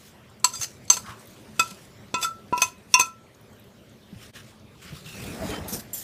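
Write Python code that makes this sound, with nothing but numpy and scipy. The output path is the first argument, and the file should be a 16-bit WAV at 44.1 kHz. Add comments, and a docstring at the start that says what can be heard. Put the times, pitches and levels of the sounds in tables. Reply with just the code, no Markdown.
"""Clinks and scrapes of a steel knife on a thick glass jug, crackling plastic wrap, then rustling cloth,
a heavy rumble with squeaks and a thin metal jingle, over a soft kitchen hum with air from an open door.
Glass, blade and rods are sums of fading tones; scrapes, cloth, rumble and hum are shaped noise.
Wrap snaps are tiny noise bursts, bumps are single fading tones and squeaks are unsteady sliding tones.
"""
import sys
import numpy as np
from scipy import signal
from scipy.fft import rfft, irfft, next_fast_len
from scipy.io import wavfile
from scipy.ndimage import uniform_filter1d, map_coordinates

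SR = 44100
rng = np.random.default_rng(int(sys.argv[2]) if len(sys.argv) > 2 else 0)


def persist_wave(psi):
    """Save psi, clipped to +-1, as 16-bit WAV."""
    counts = np.round(np.clip(psi, -1, 1) * 32767).astype(np.int16)
    wavfile.write(sys.argv[1], SR, np.atleast_2d(counts).T)


N = 265922

# The steady kitchen. Each row: time in seconds, hum level in dB, air level in dB.
KITCHEN_LEVELS = [(0, -52.5, -57.5), (1.1, -50, -55.5), (1.7, -51.5, -54), (2.8, -51.5, -57.5),
                  (3.19, -56, -59.5), (3.5, -51, -57), (4.7, -51, -58), (6.03, -53, -54)]
# Tone colour of hum and air. Each row: frequency in Hz, relative level in dB per Hz.
HUM_SPECTRUM = [(13, -64), (22, -31), (114, -3.5), (171, -11.5), (216, -4), (248, -12.5), (308, -14),
                (640, -19), (747, -33.5), (900, -40), (1170, -44), (1980, -120)]
AIR_SPECTRUM = [(240, -30), (400, 4.5), (432, -15.5), (481, -4.5), (579, -3.5), (626, -6), (3120, -12.5),
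                (8500, -23.5), (14600, -25.5), (16000, -32.5)]

# Clear snaps of the wrap. Each row: start in seconds, strength in dB, pitch of the noise band in Hz.
WRAP_SNAPS = [(.0702, -38, 4190), (.2977, -41.5, 7400), (.3976, -35, 6980), (.851, -34, 7200),
              (1.1942, -36.5, 7700), (1.2545, -37, 9550), (1.302, -39, 12500), (1.398, -43, 7500),
              (1.272, -34, 13900), (1.8505, -38.5, 7100), (2.0814, -38, 3960), (2.4803, -39.5, 4460),
              (2.781, -42, 7770), (2.902, -41, 9500), (3.3467, -40, 6030), (3.4105, -42.5, 10780),
              (3.5294, -41.5, 7100), (3.5962, -39, 12150), (3.64, -44, 11400), (3.8931, -41.5, 7200),
              (4.5965, -43, 5330)]
SNAP_ATTACK_MS, SNAP_T60_MS = 1.2, 30  # T60 is the time to fade by 60 dB

# Cloth and movement. Each row: peak time in seconds, peak level of the dull part in dB,
# rise in seconds per 20 dB, fall in seconds per 20 dB, level of the bright part above the dull part in dB.
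CLOTH_SWELLS = [(.076, -60, 0.5, 0.1, 4.5), (1.062, -44.5, -0.09, 0.05, -10.5), (1.1, -45, 0.03, 0.07, -7),
                (1.21, -60, 0.1, 0.16, 4), (1.278, -61, 0.04, 0.6, 1.5), (1.85, -61.5, 0.4, .06, 3.5),
                (4.235, -50, 0.14, 0.15, -5), (4.364, -44, .06, .1, -7.5), (4.5, -56.5, 0.53, .12, -5),
                (4.828, -49, .04, .2, -4), (4.865, -47.5, 0.12, 0.4, -8), (4.97, -46.5, 0.13, .1, -5.5),
                (5.078, -47.5, .1, 1.2, -2.5), (5.238, -46, 0.29, .45, 1), (5.484, -49, 0.35, 0.24, 4),
                (5.505, -41, 0.06, 0.03, 0.5), (5.548, -40, 0.25, .08, -9.5), (5.648, -51, 0.2, 0.4, -15),
                (5.682, -46.5, -0.1, 0.14, 7), (5.744, -43, 0.0651, 0.07, 10.5), (5.81, -48.5, 0.1, 0, 7),
                (5.936, -50.5, -0.33, 0.5, 11), (5.986, -50, -0.17, -0.4, 9)]
# Tone colour of cloth. Each row: frequency in Hz, relative level in dB per Hz.
CLOTH_SPECTRUM = [(290, -7), (500, -2.5), (1000, -12.5), (1080, 1), (2540, 1.5), (3540, 1), (12500, -17.5),
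                  (15300, -17), (16000, -30)]

# Tones of jug and blade; close pairs beat. Each row: frequency in Hz, level among its neighbours in dB,
# basic T60 in seconds.
JUG_MODES = [(979, -3, .2), (1018, 0, .18), (1334, 0, .45), (1385, -6, .2), (2003, -14, .14),
             (2550, 0, .17), (2720, -1, .2), (3515, 1, .17), (4020, -10, .1), (4355, 0, .17),
             (4817, 0, .19), (5600, -2, .14), (5960, -10, .17), (6137, -2, .18), (6240, -3, .18),
             (6375, 0, .14), (7200, -12, .17), (7480, -8, .17), (7630, 0, .14), (7760, -1, .16),
             (8000, -10, .11), (8660, -2, .11), (9360, -10, .2), (10030, 0, .17), (10730, -4, .13),
             (11470, -2, .14), (11840, -3, .13), (12680, -3, .1), (13130, -8, .17), (14820, -4, .11)]
# Clinks. Each row: start in seconds, place of contact, level of the upper tones in dB,
# levels of the three wall tones in dB (three columns), thud level in dB, clack level in dB,
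# factor on the ring times of the lowest, middle and top ranges, ring time factor of the second range,
# attack in seconds.
KNIFE_CLINKS = [(.443, "tip", 0.2, -12, -21, -45, -20, -12, 0.84, 0.12, 0.00097),
                (.535, "heel", -19, -65, -31, -59, -37, -40, 1.05, .25, .0018),
                (.552, "graze", -22.5, -64, -65, -57, -43, -41, 0.98, .3, 0.0028),
                (.612, "heel", -13.5, -57, -35, -59, -39, -24, 1.5, .28, 0.0027),
                (.63, "tip", -14, -51.5, -50, -36, -32, -25, .95, .17, 0.0024),
                (.878, "tip", -34, -68.5, -63, -69.5, -55, -42, 1.1, 0.22, .001),
                (.9, "tip", 0.56, -18, -24, -45, -19.5, -10.5, .9, 0.16, 0.00087),
                (.92, "tip", -13, -52.5, -35, -35.5, -30, -26, 1.07, .18, 0.0018),
                (.967, "tip", -20.5, -32, -35, -40, -35, -23, 1.1, 0.2, .002),
                (1.594, "flat", -4.5, -27, -17.5, -17, -10, -11.5, 0.92, 0.31, 0.0016),
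                (1.709, "flat", -33, -42, -60, -54, -26, -33.5, 0.55, .3, .001),
                (2.141, "soft", -11.5, -25.5, -25.5, -26.5, -5.5, -18.5, 1.14, 0.99, 0.0016),
                (2.226, "flat", -12.5, -38, -34, -27.5, -27, -17, 1, .73, 0.0033),
                (2.242, "flat", -16, -45, -23, -32, -33, -21, 0.95, 0.66, 0.0032),
                (2.526, "dull", -32, -14, -27.5, -38, -2.5, -34, 1.02, .7, 0.0021),
                (2.577, "edge", -16, -27, -38, -33, -14.5, -26, 0.7, .49, 0.0009),
                (2.618, "heel", -4, -20, -25, -15.5, -18, -11.5, 1.21, 0.27, 0.001),
                (2.94, "edge", 2.5, -13.5, -28, -13.5, -13.5, -14.5, 1.15, 0.68, 0.00095),
                (2.996, "heel", -6, -15, -32, -19, -16, -22.5, 0.72, .7, 0.00091),
                (3.008, "heel", -6, -31, -28, -15, -16.5, -19.5, .87, 0.87, 0.0021)]
# Where the knife lands. Each entry: strengths in dB near each of the upper tones,
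# ring time factors of the lowest, middle and top ranges, crack level above the clack in dB.
CONTACT_PLACES = {"tip": ((-28, -32, -13, -20, -24, -10, -12, -25, -26), (.35, .55, 0.42), -9),
                  "flat": ((-33, -12, -34.5, -11.5, -20, -14, -13, -30, -26), (0.68, 0.76, 0.39), -12),
                  "edge": ((-14, -18, -23.5, -36.5, -8, -17, -28.5, -19.5, -35), (0.83, 0.88, .27), -6.5),
                  "heel": ((-25, -25.5, -22, -46, -23, -11, -22, -29, -30), (0.61, 0.58, 0.44), -5),
                  "soft": ((-15.5, -17, -19, -21, -22, -21, -13, -37, -55), (0.85, 0.99, 0.33), -34),
                  "graze": ((-34, -19, -16, -2, -25, -18, -17, -27, -24), (.55, .7, .6), -2),
                  "dull": ((-3.5, -21.5, -19.5, -36, -22, -26, -27, -38.5, -28), (0.75, 1.6, .9), -24)}
# Frequencies in Hz of the three wall tones and of the points for the upper strengths.
WALL_TONES_HZ = [1000, 1335, 2552]
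UPPER_TONES_HZ = [2719, 3515, 4355, 4818, 5600, 6250, 7650, 8660, 11000]
# Edges in Hz between the four ring time ranges.
RANGE_EDGES_HZ = [1200, 1800, 3200]
# Noise bands of the crowded short tones: lower and upper edge in Hz.
CLACK_BAND_HZ = [500, 5000]
CRACK_BAND_HZ = [5000, 15500]
PUSH_S = .00032  # time scale of the jug's push and rebound

# The blade drags along the glass. Each row: peak time in seconds, peak level in dB,
# rise in seconds per 20 dB, fall in seconds per 20 dB, extra level sent to the ringing glass in dB.
BLADE_DRAGS = [(.47, -42.5, 0.04, 0.17, 3), (.56, -37, 0.0755, 0, 8), (.606, -37.5, 0.01, 0.13, -10),
               (.645, -32, 0.0837, 0.0239, -12), (.93, -26.5, -0.0229, 0.0542, -9),
               (.978, -39.5, 0.05, 0.08, -2.5), (1.02, -49.5, .2, 0.15, 6), (1.616, -40.5, 0.07, 0.15, -3),
               (1.68, -42.5, .12, .05, -7), (1.711, -40, 0.02, .008, -5), (2.19, -46.5, 0.05, 0.16, 6),
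               (2.234, -27, 0.038, 0.04, 9), (2.61, -38.5, .07, 0.074, -3), (2.62, -27, -0.0048, 0.0531, 1),
               (2.67, -39, 0.0946, 0.05, -7), (2.936, -45, 0.05, 0.02, 12), (2.998, -18.5, 0.01, .025, 9),
               (3.062, -44, 0.15, .04, 8)]
# Tone colour of the friction. Each row: frequency in Hz, relative level in dB per Hz.
GRIT_SPECTRUM = [(180, -53), (300, -19.5), (1190, -14), (1340, -9), (1610, -17), (2480, -15), (6300, -5.5),
                 (14700, -18.5), (16000, -46)]

# Single bumps. Each row: start in seconds, level in dB, frequency in Hz, T60 in seconds.
BUMP_TONES = [(0.596, -27.5, 105, 0.047), (1.025, -38.5, 108, 0.05), (1.089, -30, 94.2, 0.056),
              (1.715, -29.5, 192, 0.065), (4.127, -28.5, 183, 0.075), (4.159, -31.5, 100, 0.085),
              (4.924, -29.5, 153, 0.14), (5.059, -36, 156, 0.22), (5.419, -22.5, 658, 0.068),
              (5.489, -27.5, 426, 0.16), (5.584, -29, 142, 0.08), (5.724, -22, 211, 0.067)]

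# The flat of the blade rubs the rim. Each row: peak time in seconds, peak level in dB,
# rise in seconds per 20 dB, fall in seconds per 20 dB.
RIM_RUBS = [(1.05, -44, .03, 0.17), (1.104, -39, .09, 0.098)]
# Tone colour of the rubbing. Each row: frequency in Hz, relative level in dB per Hz.
RIM_SPECTRUM = [(350, -52), (600, -24), (1090, 6), (1680, -4), (1890, -5), (2130, -28), (3000, -32),
                (3900, -50), (6600, -120)]

# Something heavy rolls. Each row: time in seconds, rumble level in dB, rattle level in dB.
ROLL_LEVELS = [(4.85, -52, -56), (4.904, -55, -65), (4.932, -37, -49), (4.974, -48, -63), (5.076, -52, -67),
               (5.128, -59, -71), (5.144, -44, -46), (5.164, -40.5, -50), (5.39, -33.5, -36.5),
               (5.436, -42.5, -34), (5.616, -35.5, -37.5), (5.656, -40, -41), (5.744, -36.5, -41.5),
               (5.892, -55, -56), (5.99, -56, -51.5), (6.03, -51.5, -62)]
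# Tone colour of rumble and rattle. Each row: frequency in Hz, relative level in dB per Hz.
RUMBLE_SPECTRUM = [(13, -50), (22, -24), (43, 5), (64, 9), (198, 9), (231, -0.5), (308, -18), (342, -0.5),
                   (500, -4), (650, -45), (1100, -120)]
RATTLE_SPECTRUM = [(120, -29), (200, -3), (305, -1.5), (339, -11), (667, -6.5), (1160, -16.5), (1860, -20),
                   (2500, -27), (3250, -54), (5500, -120)]

# Squeaks of its runners. Each row: start in seconds, length in seconds, level in dB,
# frequency at the start in Hz, glide in Hz per second, unsteadiness as a share of the frequency.
RUNNER_SQUEAKS = [(5.06, 0.274, -47.5, 2740, -1150, .06), (5.505, .085, -42, 3120, -500, 0.0102),
                  (5.5, .075, -44, 1880, 0.5, .03)]
SQUEAK_EDGE_S = .015  # length of the fade at each end

# Touches of thin metal. Each row: start in seconds, level in dB, attack in seconds.
METAL_TOUCHES = [(5.68, -32.5, .003), (5.728, -31, .004), (5.932, -28, 0.00088), (5.975, -36, .003)]
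# Tones of two rods, one list for each. Each row: frequency in Hz, relative level in dB, T60 in seconds.
ROD_MODES = [
    [(8100, -7, 0.15), (9800, -4, 0.083), (11280, -2, .05), (12400, -5, .13), (12860, -3.5, 0.24),
     (13900, 1, .06)],
    [(5300, -18, .08), (7200, -9, 0.21), (7500, -7, 0.1), (7700, -11, 0.11), (9230, -1.5, 0.11),
     (9841, -17, .3), (10800, -17, .085), (11530, 5.5, 0.083), (13000, -12.5, .4), (14020, -11, .45),
     (14610, -15, .3), (15150, -13, .4)],
]
SECOND_ROD_S = 5.85  # later touches ring the second rod

# How the room fades. Each row: frequency in Hz, T60 in seconds.
ROOM_FADE = [(300, 0.37), (2000, 0.24), (8000, 0.2004), (15000, 0.19)]

# A brief dip in level: half width in seconds (where its dB depth is down to 1/e), depth in dB.
LEVEL_DIP = (0.011, 20)
DIP_S = 4.322  # centre of the dip
SHELF_HZ, TOP_HZ = 15400, 16494  # first and second step of the band limit
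SHORTEST_S = 1e-3  # shortest rise or fall per 20 dB; smaller table values count as this


def amp(db):
    """Gain of a level in dB."""
    return 10 ** (np.asarray(db) / 20)


def unit(x):
    """The sound scaled to rms 1."""
    return x / np.sqrt(np.mean(x ** 2) + 1e-20)


def along(points, hz):
    """Values read between (Hz, value) points on a log frequency axis."""
    f, v = np.transpose(points)
    return np.interp(np.log(hz + 1), np.log(f + 1), v)


def curves(rows):
    """One value per sample for each column after the time, and a mask of the time span."""
    s, *cols = np.transpose(rows)
    t = np.arange(N) / SR
    inside = (t >= s[0]) & (t <= s[-1])
    return [np.interp(t, s, c) for c in cols], inside


def wobble(rate):
    """A smooth random curve through `rate` random points a second."""
    knots = rng.standard_normal(int(N * rate / SR) + 4)
    return map_coordinates(knots, [np.arange(N) * rate / SR])


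def filtered(x, response):
    """The sound with each frequency multiplied by a response."""
    m = next_fast_len(N + SR // 2)
    return irfft(rfft(x, m) * response(np.fft.rfftfreq(m, 1 / SR)), m)[:N]


def rush(spectrum, patchy_db, grain_db=0, grain_rate=300):
    """Noise of rms 1 with patches of random gain and a grainy loudness."""
    z = signal.stft(rng.standard_normal(N), nperseg=512)[2]
    field = uniform_filter1d(rng.standard_normal(z.shape), size=6, axis=0)  # smooth over frequency
    field = uniform_filter1d(field, size=10, axis=1)  # smooth over time
    noise = signal.istft(z * amp(patchy_db * unit(field)), nperseg=512)[1][:N]
    grainy = noise * amp(grain_db * wobble(grain_rate))
    return unit(filtered(grainy, lambda hz: amp(along(spectrum, hz))))


def swells(s, db, rise, fall):
    """Gain of overlapping swells that rise and fall steadily in dB; the loudest leads."""
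    steps = np.arange(0, N, 32) / SR
    since = steps - np.reshape(s, (-1, 1))
    rise_s = np.reshape(np.maximum(rise, SHORTEST_S), (-1, 1))
    fall_s = np.reshape(np.maximum(fall, SHORTEST_S), (-1, 1))
    pace = np.where(since < 0, -rise_s, fall_s)
    level_db = np.reshape(db, (-1, 1)) - 20 * since / pace
    return np.interp(np.arange(N) / SR, steps, amp(np.max(level_db, axis=0)))


def add(track, s, sound):
    """Mixes a sound into the track at a time in seconds."""
    part = track[round(s * SR):][:len(sound)]
    part += sound[:len(part)]


def ring(hz, db, t60, attack, scatter_db, rough=0., until=1.):
    """Fading tones, neighbours starting in near-opposite phase; chatter roughens them, `until` stops them."""
    t = np.arange(SR // 2) / SR
    chance = rng.standard_normal((2, len(hz), 1))
    knots = rng.standard_normal((2, len(hz), 64))
    knot_times = np.linspace(0, .5, 64)
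    shake = np.array([[np.interp(t, knot_times, k) for k in half] for half in knots])
    fading_db = db[:, None] + scatter_db * chance[0] - 60 * t / t60[:, None]
    size = amp(fading_db) * (1 + rough * shake[0])
    start = np.pi * np.arange(len(hz))[:, None] + 0.34 * chance[1]
    modes = size * np.sin(2 * np.pi * hz[:, None] * t + start + rough * shake[1])
    onset = 1 - np.exp(-t / np.maximum(attack, 1e-4))
    stop = np.clip(1 - (t - until) / .003, 0, 1)  # fades out over 3 ms
    return modes.sum(axis=0) * onset * stop


def kitchen():
    """Low appliance hum and soft outdoor air: two noises whose levels drift slowly."""
    (hum_db, air_db), _ = curves(KITCHEN_LEVELS)
    hum = amp(hum_db + 0.46 * wobble(3.2)) * rush(HUM_SPECTRUM, patchy_db=1.5)
    air = amp(air_db + 0.49 * wobble(3.2)) * rush(AIR_SPECTRUM, patchy_db=3.0)
    return hum + air


def wrap():
    """Creases in the film snap as short noise bursts; many weak ones lie among the clear ones."""
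    out = np.zeros(N)
    ms = 1000 * np.arange(SR // 40) / SR
    envelope = amp(-60 * ms / SNAP_T60_MS) * (1 - np.exp(-ms / SNAP_ATTACK_MS))
    weak = rng.random((70, 3))
    weak_s = 4.1 * weak[:, 0]
    weak_db = -64.5 - 4 * np.log(weak[:, 1])  # mostly faint, a few stronger
    weak_hz = 5000 + 9000 * weak[:, 2]
    for s, db, hz in [*WRAP_SNAPS, *np.column_stack([weak_s, weak_db, weak_hz])]:
        band = [hz * 0.99, min(hz * 1.16, .45 * SR)]
        sos = signal.butter(1, band, "band", fs=SR, output="sos")
        add(out, s, amp(db) * envelope * signal.sosfilt(sos, rng.standard_normal(len(ms))))
    return out


def cloth():
    """Rubbing fabric: grainy noise split near 6 kHz into a dull and a bright part with their own levels."""
    noise = rush(CLOTH_SPECTRUM, patchy_db=2.5, grain_db=1.5, grain_rate=180)
    dull = unit(filtered(noise, lambda hz: 1 / (1 + (hz / 6000) ** 6)))
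    bright = unit(filtered(noise, lambda hz: 1 / (1 + (6000 / (hz + 1)) ** 6)))
    s, db, rise, fall, bright_db = np.transpose(CLOTH_SWELLS)
    return swells(s, db, rise, fall) * dull + swells(s, db + bright_db, rise, fall) * bright


def clinks():
    """The place of contact sets which tones ring; wrap and fingers set how long."""
    out, t = np.zeros(N), np.arange(SR // 8) / SR
    hz, level, t60 = np.transpose(JUG_MODES)
    rough = 0.6 * np.clip(hz / 4500, .15, 1)[:, None]  # the heavy wall tones are steadier than the blade's
    gaps = np.diff([row[0] for row in KNIFE_CLINKS], append=N / SR)
    for row, gap in zip(KNIFE_CLINKS, gaps):
        s, place, db, *wall_db, thud_db, clack_db, free, second, attack = row
        upper_db, (low, middle, top), crack_db = CONTACT_PLACES[place]
        strengths_db = [*wall_db, *(db + np.array(upper_db))]
        strength = list(zip(WALL_TONES_HZ + UPPER_TONES_HZ, strengths_db))
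        factors = np.clip([free * low, second, free * middle, free * top], .1, 3)
        life = t60 * factors[np.searchsorted(RANGE_EDGES_HZ, hz)]
        tone_db = level + along(strength, hz)
        # the next touch stops the ringing
        add(out, s, ring(hz, tone_db, life, attack, scatter_db=2.5, rough=rough, until=gap))

        rise = 1 - np.exp(-t / np.maximum(attack, 1e-4))
        for band, gain_db in (CLACK_BAND_HZ, clack_db), (CRACK_BAND_HZ, clack_db + crack_db):
            sos = signal.butter(2, band, "band", fs=SR, output="sos")
            burst = signal.sosfilt(sos, rng.standard_normal(len(t)))
            add(out, s, amp(gain_db - 60 * t / .05) * rise * burst)  # 60 dB down after 50 ms

        u = t / PUSH_S  # the jug rocks on the counter: one soft push and its rebound
        add(out, s, amp(thud_db) * u ** 2 * (3 - u) * np.exp(-u) / 3)
    return out


def glass(f):
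    """Response of the jug's tones to friction: each is a damped resonance, with alternating signs."""
    total = 0
    for k, (centre, db, t60) in enumerate(JUG_MODES):
        damping = 3 / t60
        total = total + (-1) ** k * amp(db) * 1j * f * damping / (centre * centre - f * f + 1j * f * damping)
    return total


def drags():
    """Gritty friction, heard directly and through the ringing glass."""
    grit = rush(GRIT_SPECTRUM, patchy_db=3.5, grain_db=3, grain_rate=400)
    s, db, rise, fall, glass_db = np.transpose(BLADE_DRAGS)
    direct = swells(s, db, rise, fall) * grit
    into_glass = swells(s, db + glass_db, rise, fall) * grit
    return direct + filtered(into_glass, glass)


def bumps():
    """Single bumps: each is one tone with a soft start that fades."""
    out = np.zeros(N)
    for s, db, hz, t60 in BUMP_TONES:
        add(out, s, ring(np.array([hz]), np.array([db]), np.array([t60]), 0.0037, scatter_db=0.0))
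    return out


def rub():
    """The flat of the blade rubs the rim: dull, grainy strokes of noise."""
    return swells(*np.transpose(RIM_RUBS)) * rush(RIM_SPECTRUM, patchy_db=3.5, grain_db=2.0, grain_rate=73)


def rolling():
    """Something heavy rolls: lumpy rumble and rattle made of noise with uneven levels."""
    (rumble_db, rattle_db), on = curves(ROLL_LEVELS)
    rumble = amp(rumble_db) * rush(RUMBLE_SPECTRUM, patchy_db=4.0, grain_db=1.3, grain_rate=28)
    rattle = amp(rattle_db) * rush(RATTLE_SPECTRUM, patchy_db=2.0, grain_db=1.5, grain_rate=60)
    return on * (rumble + rattle)


def squeaks():
    """Runners stick and slip: narrow gliding tones with unsteady pitch and level."""
    out = np.zeros(N)
    for s, length, db, hz, glide, spread in RUNNER_SQUEAKS:
        since = np.arange(N) / SR - s
        pitch = (hz + glide * since) * (1 + spread * wobble(350))  # stick-slip is never steady
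        phase = 2 * np.pi * np.cumsum(pitch) / SR
        edges = np.clip(np.minimum(since, length - since) / SQUEAK_EDGE_S + .5, 0, 1)
        out += edges * amp(db + 2.7 * wobble(80)) * np.sin(phase)
    return out


def jingles():
    """Thin steel rods touch and ring high: first one, then another."""
    out = np.zeros(N)
    for s, db, attack in METAL_TOUCHES:
        hz, level, t60 = np.transpose(ROD_MODES[int(s > SECOND_ROD_S)])
        add(out, s, ring(hz, db + level, t60, attack, scatter_db=1.5, rough=0.64))
    return out


def room(x):
    """Reverberation: a noise tail in which each frequency dies at its own speed."""
    hz, t, z = signal.stft(rng.standard_normal(SR // 2), SR, nperseg=256)
    fade = amp(-60 * t / along(ROOM_FADE, hz)[:, None])
    tail = signal.istft(z * fade, SR, nperseg=256)[1]
    delayed = np.pad(x, (250, 0))  # in samples
    return signal.fftconvolve(delayed, tail / np.linalg.norm(tail))[:N]


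def scene():
    """All sources together, the near ones with the room's answer."""
    near = clinks() + drags() + rub() + wrap() + jingles()
    near_in_room = near + amp(-15) * room(near)
    others = kitchen() + cloth() + rolling() + bumps() + squeaks()
    return (near_in_room + others)[None]


def record(dry):
    """A brief dip in level, soft clipping at full scale, and a band limit in two steps."""
    width, depth_db = LEVEL_DIP
    since = np.arange(N) / SR - DIP_S
    x = dry[0] * amp(-depth_db * np.exp(-(since / width) ** 2))
    x = x / (1 + np.abs(x) ** 6) ** (1 / 6)

    def band_limit(hz):
        """A 30 dB step down over 300 Hz, then silence above the top."""
        shelf = amp(-30 * np.clip((hz - SHELF_HZ) / 300 + .5, 0, 1))
        return shelf * (hz < TOP_HZ)

    return filtered(x, band_limit)[None]


dry = scene()
out = record(dry)
persist_wave(out)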